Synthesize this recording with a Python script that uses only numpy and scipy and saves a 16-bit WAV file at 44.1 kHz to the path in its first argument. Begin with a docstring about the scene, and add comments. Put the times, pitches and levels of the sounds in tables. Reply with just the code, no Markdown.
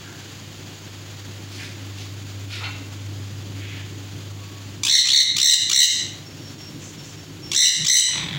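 """Six fast, trilled screeches of sun conures in a wire cage, in a hard-walled room near a moving camera.
Each screech is a syrinx model: a rasp that locks into beats of sweeping partials, coloured by the throat.
One bird ends with a dry chatter of resonant noise ticks. A far bird peeps in sines; things scuff in band noise.
A machine hums and drones, air hisses, low noise rumbles dully; gain control ducks the sound at each screech."""
import sys
import numpy as np
from scipy import signal
from scipy.fft import rfft, irfft, next_fast_len
from scipy.io import wavfile
from scipy.ndimage import uniform_filter1d, minimum_filter1d

SR = 44100
rng = np.random.default_rng(int(sys.argv[2]) if len(sys.argv) > 2 else 0)


def digitize_waveform(pressure):
    """Quantize a signal to 16-bit integers and store it at the path in sys.argv[1].

    Rows of a 2-D input are taken as channels; values are limited to [-1, 1].
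    """
    field = np.atleast_2d(pressure).T
    bounded = np.clip(field, -1, 1)
    quanta = np.round(bounded * 32767).astype(np.int16)
    wavfile.write(sys.argv[1], SR, quanta)


N = 369558
TIME_S = np.arange(N) / SR

# Screeches. Each row: start in seconds, end in seconds, first trill rate in Hz, rate it settles to in Hz,
# level in dB, fundamental in Hz, sweep as a share of pitch, overtones in dB beside the main whistle,
# late period doubling 0-1, late fade in dB, opening rasp in seconds,
# top treble in dB as the beak turns to the camera, room tail in dB.
SCREECHES = [ (4.833, 5.022, 57.5, 77.9, -6, 2020, 0.16, -7.5, 0.34, 0, .044, 2.5, -1),
             (5.053, 5.243, 57.3, 75, -4, 2036, 0.178, -10.5, 0.18, -3, .044, 1, -5.5),
             (5.364, 5.55, 52.1, 81.2, -4.5, 1992, 0.13, -6, 0.38, -1.5, 0.031, 8, -2),
             (5.695, 5.866, 52.55, 78.8, -5, 2006, 0.13, -2.5, 0.48, -2.5, .028, 8, -2),
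             (7.5154, 7.699, 60.2, 79.7, -8.5, 1980, 0.127, -1.5, 0.33, -8, .032, 2, 0),
             (7.846, 8.015, 50, 80.5, -8, 2008, 0.087, 1, 0.31, -6.5, .026, 1, 0)]
# Throat and beak response. Each row: frequency in Hz, gain in dB.
THROAT = [(500, -48), (950, -8.5), (1500, -17), (2050, -10.5), (2500, -5.5), (3000, 0), (3800, 0.5),
          (4350, -1.5), (5000, -3), (6000, -0.5), (7700, -3), (8400, -16.5), (9500, -14.5), (10600, -27),
          (12300, -31), (14000, -25), (15600, -21.5)]
# Runs of chatter ticks. Each row: start in seconds, end in seconds, ticks per second, mean tick peak in dB.
CHATTER_RUNS = [(8.086, 8.185, 43.5, -16.5), (8.194, 8.241, 116, -21.5), (8.261, 8.32, 41, -21),
                (8.329, 8.379, 100, -20.5)]
# Throat resonances in chatter, each set applied twice.
# Each row: frequency in Hz, width in Hz, gain in dB per pass.
CHATTER_LOW = [(990, 500, -6), (2110, 1400, -3.5)]
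CHATTER_HIGH = [(3400, 380, -3), (3650, 370, -3.5)]
# Thin peeps. Each row: start in seconds, length in seconds, pitch in Hz, level in dB before the far gain.
PEEPS = [(4.29, 0.4, 1125, -51.5), (6.246, 0.055, 5480, -44), (6.37, 0.15, 5520, -43.5),
         (6.575, .09, 5520, -35.5), (6.97, 0.08, 5450, -37.5), (7.17, 0.049, 5480, -41.5),
         (7.417, 0.06, 5480, -35.5)]
# Soft scuffs. Each row: start in seconds, length in seconds, level in dB before the far gain,
# centre in Hz, width in octaves.
SCUFFS = [(0.016, .12, -46, 1550, 0.13), (1.451, 0.28, -39.5, 3560, 0.78), (1.575, 0.076, -37, 2180, 0.39),
          (1.964, 0.078, -39.5, 3640, 0.69), (2.467, 0.17, -34, 3000, 0.71), (2.598, 0.065, -35, 910, 0.77),
          (2.628, 0.044, -30.5, 2900, 0.49), (3.5, 0.38, -41, 2470, 0.57), (6.77, 0.17, -43, 6550, 0.22),
          (7.01, 0.14, -46, 6450, 0.22)]
# Cage wire resonances. Each row: frequency in Hz, width in Hz, gain in dB.
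WIRES = [(1420, 30, 7), (1443, 36, 14), (2040, 39, 1), (2700, 22, 3), (2990, 27, -8), (3840, 25, -2),
         (4260, 26, 1)]
# Low, dull rumbles under the scene. Each row: start in seconds, length in seconds, level in dB.
RUMBLES = [(3.15, 1, -46.5), (7.77, 0.1, -34), (8.12, 0.35, -35)]
# Fan tones. Each row: frequency in Hz, level in dB beside the drone, dB more at the loud spot.
FAN_TONES = [(154, -4.5, -6), (280, -21, 14.5)]
# Drone spectrum. Each row: frequency in Hz, gain in dB.
DRONE_COLOUR = [(25, -35), (48, -11), (62, -9.5), (85, -6), (125, 3), (155, -3), (215, -3.5), (250, -7.5),
                (285, -0.5), (360, -5), (470, -14.5), (800, -27.5), (2000, -40)]
# Room hiss spectrum. Each row: frequency in Hz, gain in dB.
AIR_COLOUR = [(290, -14), (500, -1), (944, -4), (1090, -3.5), (1220, -4.5), (1610, -3.5), (2310, -3.5),
              (3270, -0.5), (4000, -4), (4560, -2.5), (5500, -8), (6930, -3), (8250, -18), (13300, -23),
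              (15800, -13)]
# Room decay. Each row: frequency in Hz, time to fall 60 dB in seconds.
ROOM_DECAY = [(300, .5), (2000, .56), (4000, .46), (7000, .42), (10000, .37), (15000, .28)]

# Opening rasp: weak, low and rough until the syrinx locks; drop is a share of pitch
RASP_DB, RASP_DROP, RASP_ROUGH, WHISTLE_ROUGH = -9.5, .42, 0.68, 0.062
SWELL_START_DB, RELEASE_S = -11.5, 0.0069
END_SAG = 0.0378  # share of pitch lost as the air runs out
QUICKEN_S = 0.0695  # time constant of the trill rate
OPEN_FIRST, OPEN_LAST = 0.548, 1.28  # open share of a beat; above 1 the gate no longer shuts before the beat ends
SWEEP_FIRST, SWEEP_LAST = 1.62, 0.84  # factors on the sweep
DOUBLING_FROM, DOUBLING_RISE = 0.55, 0.26  # shares of a screech's length
FUNDAMENTAL_DB = -4  # beside the main whistle, plus half the overtone level
BEAM_HZ = 13000  # the beak beams sound forward around and above this
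BEAK_SHUTS_AT_S, BEAK_SHUTS_S = 8.28, 0.036  # middle and pace of the closing
PUFF_OPEN_S, PUFF_SHUT_S = 0.0066, 0.0009  # puff decay
LOW_OPEN_DB, LOW_SHUT_DB = -1.5, -3.5  # low resonances beside the high
WIRE_FROM_DB, WIRE_GROWTH = -33, 3.5  # scuff level of no added wire gain; wire gain in dB per dB above it
HUM_HZ, HUM_DB, HUM_SWELL_DB = 100, -48, 14
LOUD_SPOT_AT_S, LOUD_SPOT_S = 3.09, 2.55  # middle and half width to 1/e
DRONE_START_DB, DRONE_END_DB = -43.5, -40.5
AIR_START_DB, AIR_END_DB = -42, -44.5
TAIL_TILT_DB = -1  # per octave above 1 kHz: the tail is duller than the direct sound
EDGE_HZ = 15900


def screech(start_s, end_s, first_hz, last_hz, loud_db, pitch_hz, sweep, overtones_db, doubling, fade_db,
            rasp_s, beam_db, shimmer_db=2.0, partial_db=3.5, beat_fade_db=-7, waver=0.0047, grit=0.071,
            noise=1.73, merge=0.094):
    """The syrinx locks from rasp to whistle; beats dip, sweep up and quicken, then merge as effort grows."""
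    t = np.arange(int((end_s - start_s) * SR)) / SR
    size = len(t)
    share = t / t[-1]
    rasp = np.exp(-(t / rasp_s) ** 3)
    late = np.clip(3 * share - 2, 0, 1)
    rough = WHISTLE_ROUGH + RASP_ROUGH * rasp
    effort_db = RASP_DB * rasp + SWELL_START_DB * (1 - share) ** 2 + fade_db * late
    effort_db += shimmer_db * wander(size, 60)

    # Trill: beat phase 0-1 and its gate
    trill_hz = last_hz + (first_hz - last_hz) * np.exp(-t / QUICKEN_S)
    beat = np.cumsum(trill_hz) / SR % 1
    opening = OPEN_FIRST + (OPEN_LAST - OPEN_FIRST) * share
    gate = np.clip(beat / .13, 0, 1) * np.clip((opening - beat) / .2, 0, 1)
    gate *= amp(beat_fade_db * beat)
    gate = gate + merge * share ** 4 * (1 - gate)

    # Pitch
    reach = sweep * (1 - rasp) * (SWEEP_FIRST + (SWEEP_LAST - SWEEP_FIRST) * share)
    glide = np.interp(beat / np.minimum(opening, 1), [0, .17, .5, .78, 1], [-.25, -.45, .15, .5, 0])
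    jitter = grit * rough * wander(size, 900) + waver * wander(size, 64)
    slow_hz = pitch_hz * (1 - RASP_DROP * rasp - END_SAG * late ** 4)
    hz = slow_hz * (1 + reach * glide + jitter)
    phase = 2 * np.pi * np.cumsum(hz) / SR

    # Partials; half-integer ones are the late period doubling
    halves = doubling * np.clip((share - DOUBLING_FROM) / DOUBLING_RISE, 0, 1)
    tone = np.zeros(size)
    for k in np.arange(2, 36) / 2:
        if k == 2:  # the main whistle
            weight = 1
        else:
            side_db = FUNDAMENTAL_DB + .5 * overtones_db if k == 1 else overtones_db * (1 - rasp)
            weight = amp(side_db + partial_db * wander(size, 180))
        if k % 1:
            weight = weight * halves
        audible = k * hz < SR / 2
        tone += weight * audible * np.cos(k * phase + 2 * np.pi * rng.random())

    hiss = noise * rough * rng.standard_normal(size)
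    release = np.clip((t[-1] - t) / RELEASE_S, 0, 1)
    drive = gate * amp(effort_db) * (tone + hiss) * release

    def throat_db(f):
        """Throat response plus the forward treble of the beak."""
        beam = .5 + .5 * np.tanh(2 * np.pi * (f / BEAM_HZ - 1))
        return at_hz(THROAT, f) + beam_db * beam

    return amp(loud_db) * unit(colour(drive, throat_db))


def chatter(uneven_db=0.5):
    """Dry noise puffs ring the throat; as the beak shuts they shorten and their low resonances weaken."""
    out, t = np.zeros(N), np.arange(SR // 36) / SR
    for start_s, end_s, rate_hz, db in CHATTER_RUNS:
        for s in np.arange(start_s, end_s, 1 / rate_hz):
            shut = .5 + .5 * np.tanh((s - BEAK_SHUTS_AT_S) / BEAK_SHUTS_S)
            decay_s = PUFF_OPEN_S + (PUFF_SHUT_S - PUFF_OPEN_S) * shut
            puff = rng.standard_normal(len(t)) * np.exp(-t / decay_s)
            low_db = LOW_OPEN_DB + (LOW_SHUT_DB - LOW_OPEN_DB) * shut
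            high = unit(ring(ring(puff, CHATTER_HIGH), CHATTER_HIGH))
            low = unit(ring(ring(puff, CHATTER_LOW), CHATTER_LOW))
            tick = high + amp(low_db) * low
            tick_db = db + uneven_db * rng.standard_normal()
            add(out, s, amp(tick_db) * tick / abs(tick).max())
    return out


def peeps(flutter_db=2):
    """Faint, quavering sine whistles that sag a little."""
    out = np.zeros(N)
    for s, length_s, hz, db in PEEPS:
        u = np.linspace(0, 1, int(length_s * SR))
        pitch_hz = hz * (1 + .025 * (np.exp(-4 * u) - .25) + .006 * wander(len(u), 150))
        whistle = np.sin(2 * np.pi * np.cumsum(pitch_hz) / SR)
        level = amp(db + flutter_db * wander(len(u), 33))
        add(out, s, level * np.sin(np.pi * u) ** .5 * whistle)
    return out


def scuffs(grain_db=3):
    """Grainy rubs of noise in one band; the harder ones ring the cage wires more strongly."""
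    out = np.zeros(N)
    for s, length_s, db, hz, octaves in SCUFFS:
        size = int(length_s * SR)
        rub = rng.standard_normal(size) * amp(grain_db * wander(size, 250))
        rub = colour(rub, lambda f: -14 * np.log10(1 + (np.log2((f + 1) / hz) / octaves) ** 4))
        rub = amp(db) * unit(rub) * signal.windows.tukey(size, .7)
        rub = np.pad(rub, (0, SR // 8))  # room for the ring
        wires = amp(WIRE_GROWTH * (db - WIRE_FROM_DB)) * ring(rub, WIRES)
        add(out, s, rub + wires)
    return out


def rumbles(centre_hz=152, width_hz=40):
    """Low, dull rumbles: low-passed noise through one resonance, faded in and out."""
    out = np.zeros(N)
    for s, length_s, db in RUMBLES:
        size = int(length_s * SR)
        low_noise = colour(rng.standard_normal(size), lambda f: -20 * np.log10(1 + (f / 220) ** 4))
        rumble = unit(ring(low_noise, [(centre_hz, width_hz, 0)]))
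        add(out, s, amp(db) * rumble * signal.windows.tukey(size, .5))
    return out


def machine(waver_db=1.0, throb_db=1.5):
    """Mains hum and a growing fan drone with two tones; the camera passes through a loud spot once."""
    swell = np.exp(-((TIME_S - LOUD_SPOT_AT_S) / LOUD_SPOT_S) ** 2)
    hum = np.sqrt(2) * np.sin(2 * np.pi * HUM_HZ * TIME_S + 0.064 * wander(N, 7))
    hum_db = HUM_DB + HUM_SWELL_DB * swell + waver_db * wander(N, 6.6)
    drone = unit(colour(rng.standard_normal(N), lambda f: at_hz(DRONE_COLOUR, f)))
    for hz, db, swell_db in FAN_TONES:
        tone = np.sqrt(2) * np.sin(2 * np.pi * hz * TIME_S + 0.81 * wander(N, 11))
        drone = drone + amp(db + swell_db * swell) * tone
    throb = amp(throb_db * wander(N, 8.9))
    return hum * amp(hum_db) + drone * drift(DRONE_START_DB, DRONE_END_DB) * throb


def air(flicker_db=1.09):
    """Room hiss: coloured noise that flickers slightly and eases."""
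    hiss = unit(colour(rng.standard_normal(N), lambda f: at_hz(AIR_COLOUR, f)))
    return hiss * drift(AIR_START_DB, AIR_END_DB) * amp(flicker_db * wander(N, 40))


def room(x, tail_db, near_db):
    """Six quick reflections from cage and wall, then a dense tail that dies by band."""
    sparse = rng.standard_normal(SR) * (rng.random(SR) < .1)
    hz, t, z = signal.stft(sparse, SR, nperseg=256)
    decay = amp(-60 * t / at_hz(ROOM_DECAY, hz)[:, None])
    onset = np.clip(t / .012, 0, 1)
    tail = signal.istft(z * decay * onset, SR, nperseg=256)[1]
    tail = tail / np.linalg.norm(tail)
    response = amp(tail_db) * colour(tail, lambda f: TAIL_TILT_DB * np.log2(np.maximum(f, 1000) / 4000))
    response[0] += 1  # direct sound
    delays = (np.geomspace(.0012, .009, 6) * rng.uniform(.85, 0.92, 6) * SR).astype(int)
    response[delays] += amp(near_db) * rng.choice([-1, 1], 6)
    return signal.fftconvolve(x, response)[:N]


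def ring(x, modes):
    """Sum of resonances given as (Hz, width Hz, dB)."""
    return sum(amp(db) * signal.lfilter(*signal.iirpeak(hz, hz / width_hz, SR), x)
               for hz, width_hz, db in modes)


def colour(x, db_at):
    """Filters by a function that gives dB for each frequency."""
    size = next_fast_len(len(x) + 1024)
    gain = amp(db_at(np.fft.rfftfreq(size, 1 / SR)))
    return irfft(rfft(x, size) * gain, size)[:len(x)]


def wander(size, hz):
    """Random curve of rms about 1, low-passed softly at hz."""
    padded = next_fast_len(size + 8192)
    f = np.fft.rfftfreq(padded, 1 / SR)
    spectrum = rfft(rng.standard_normal(padded)) * np.exp(-(f / hz) ** 2)
    return unit(irfft(spectrum, padded))[:size]


def drift(start_db, end_db):
    """Gain that slides evenly in dB over the whole scene."""
    return amp(np.linspace(start_db, end_db, N))


def at_hz(points, hz):
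    """Reads a table on a log-frequency axis."""
    f, value = np.transpose(points)
    return np.interp(np.log(hz + 1), np.log(f), value)


def amp(db):
    """Decibels to gain."""
    return 10 ** (np.asarray(db) / 20)


def unit(x):
    """Scales to rms 1."""
    return x / np.sqrt(np.mean(x ** 2) + 1e-20)


def add(mix, s, sound):
    """Adds a sound into the mix at s seconds."""
    part = mix[max(round(s * SR), 0):][:len(sound)]
    part += sound[:len(part)]


def scene():
    """Near birds, each call with its own reflections and room tail; far small sounds; the background."""
    near = room(chatter(), tail_db=-5, near_db=-17)
    for *call, room_db in SCREECHES:
        add(near, call[0], room(screech(*call), tail_db=room_db, near_db=-20))
    far = amp(-4) * room(scuffs() + peeps(), tail_db=-0.5, near_db=-16.5)
    return (near + far + machine() + air() + rumbles())[None]


def record(dry, threshold_db=-20.0, squeeze=0.63, recovery_db_per_s=200):
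    """Gain control falls within milliseconds, holds briefly and recovers steadily; then a low-pass."""
    power = abs(uniform_filter1d(dry[0] ** 2, size=260))
    power_db = 10 * np.log10(power + 1e-12)
    hold = SR // 30
    held_db = -minimum_filter1d(-power_db, size=hold, origin=(hold - 1) // 2)  # running maximum of the past
    fall_db = TIME_S * recovery_db_per_s
    envelope_db = np.maximum.accumulate(held_db + fall_db) - fall_db
    over_db = np.maximum(envelope_db - threshold_db, 0)
    ducked = dry * amp(-squeeze * uniform_filter1d(over_db, size=200))
    low_pass = signal.firwin(511, EDGE_HZ, window=("kaiser", 9), fs=SR)
    return signal.oaconvolve(ducked, low_pass[None], "same")


dry = scene()
out = record(dry)
digitize_waveform(out)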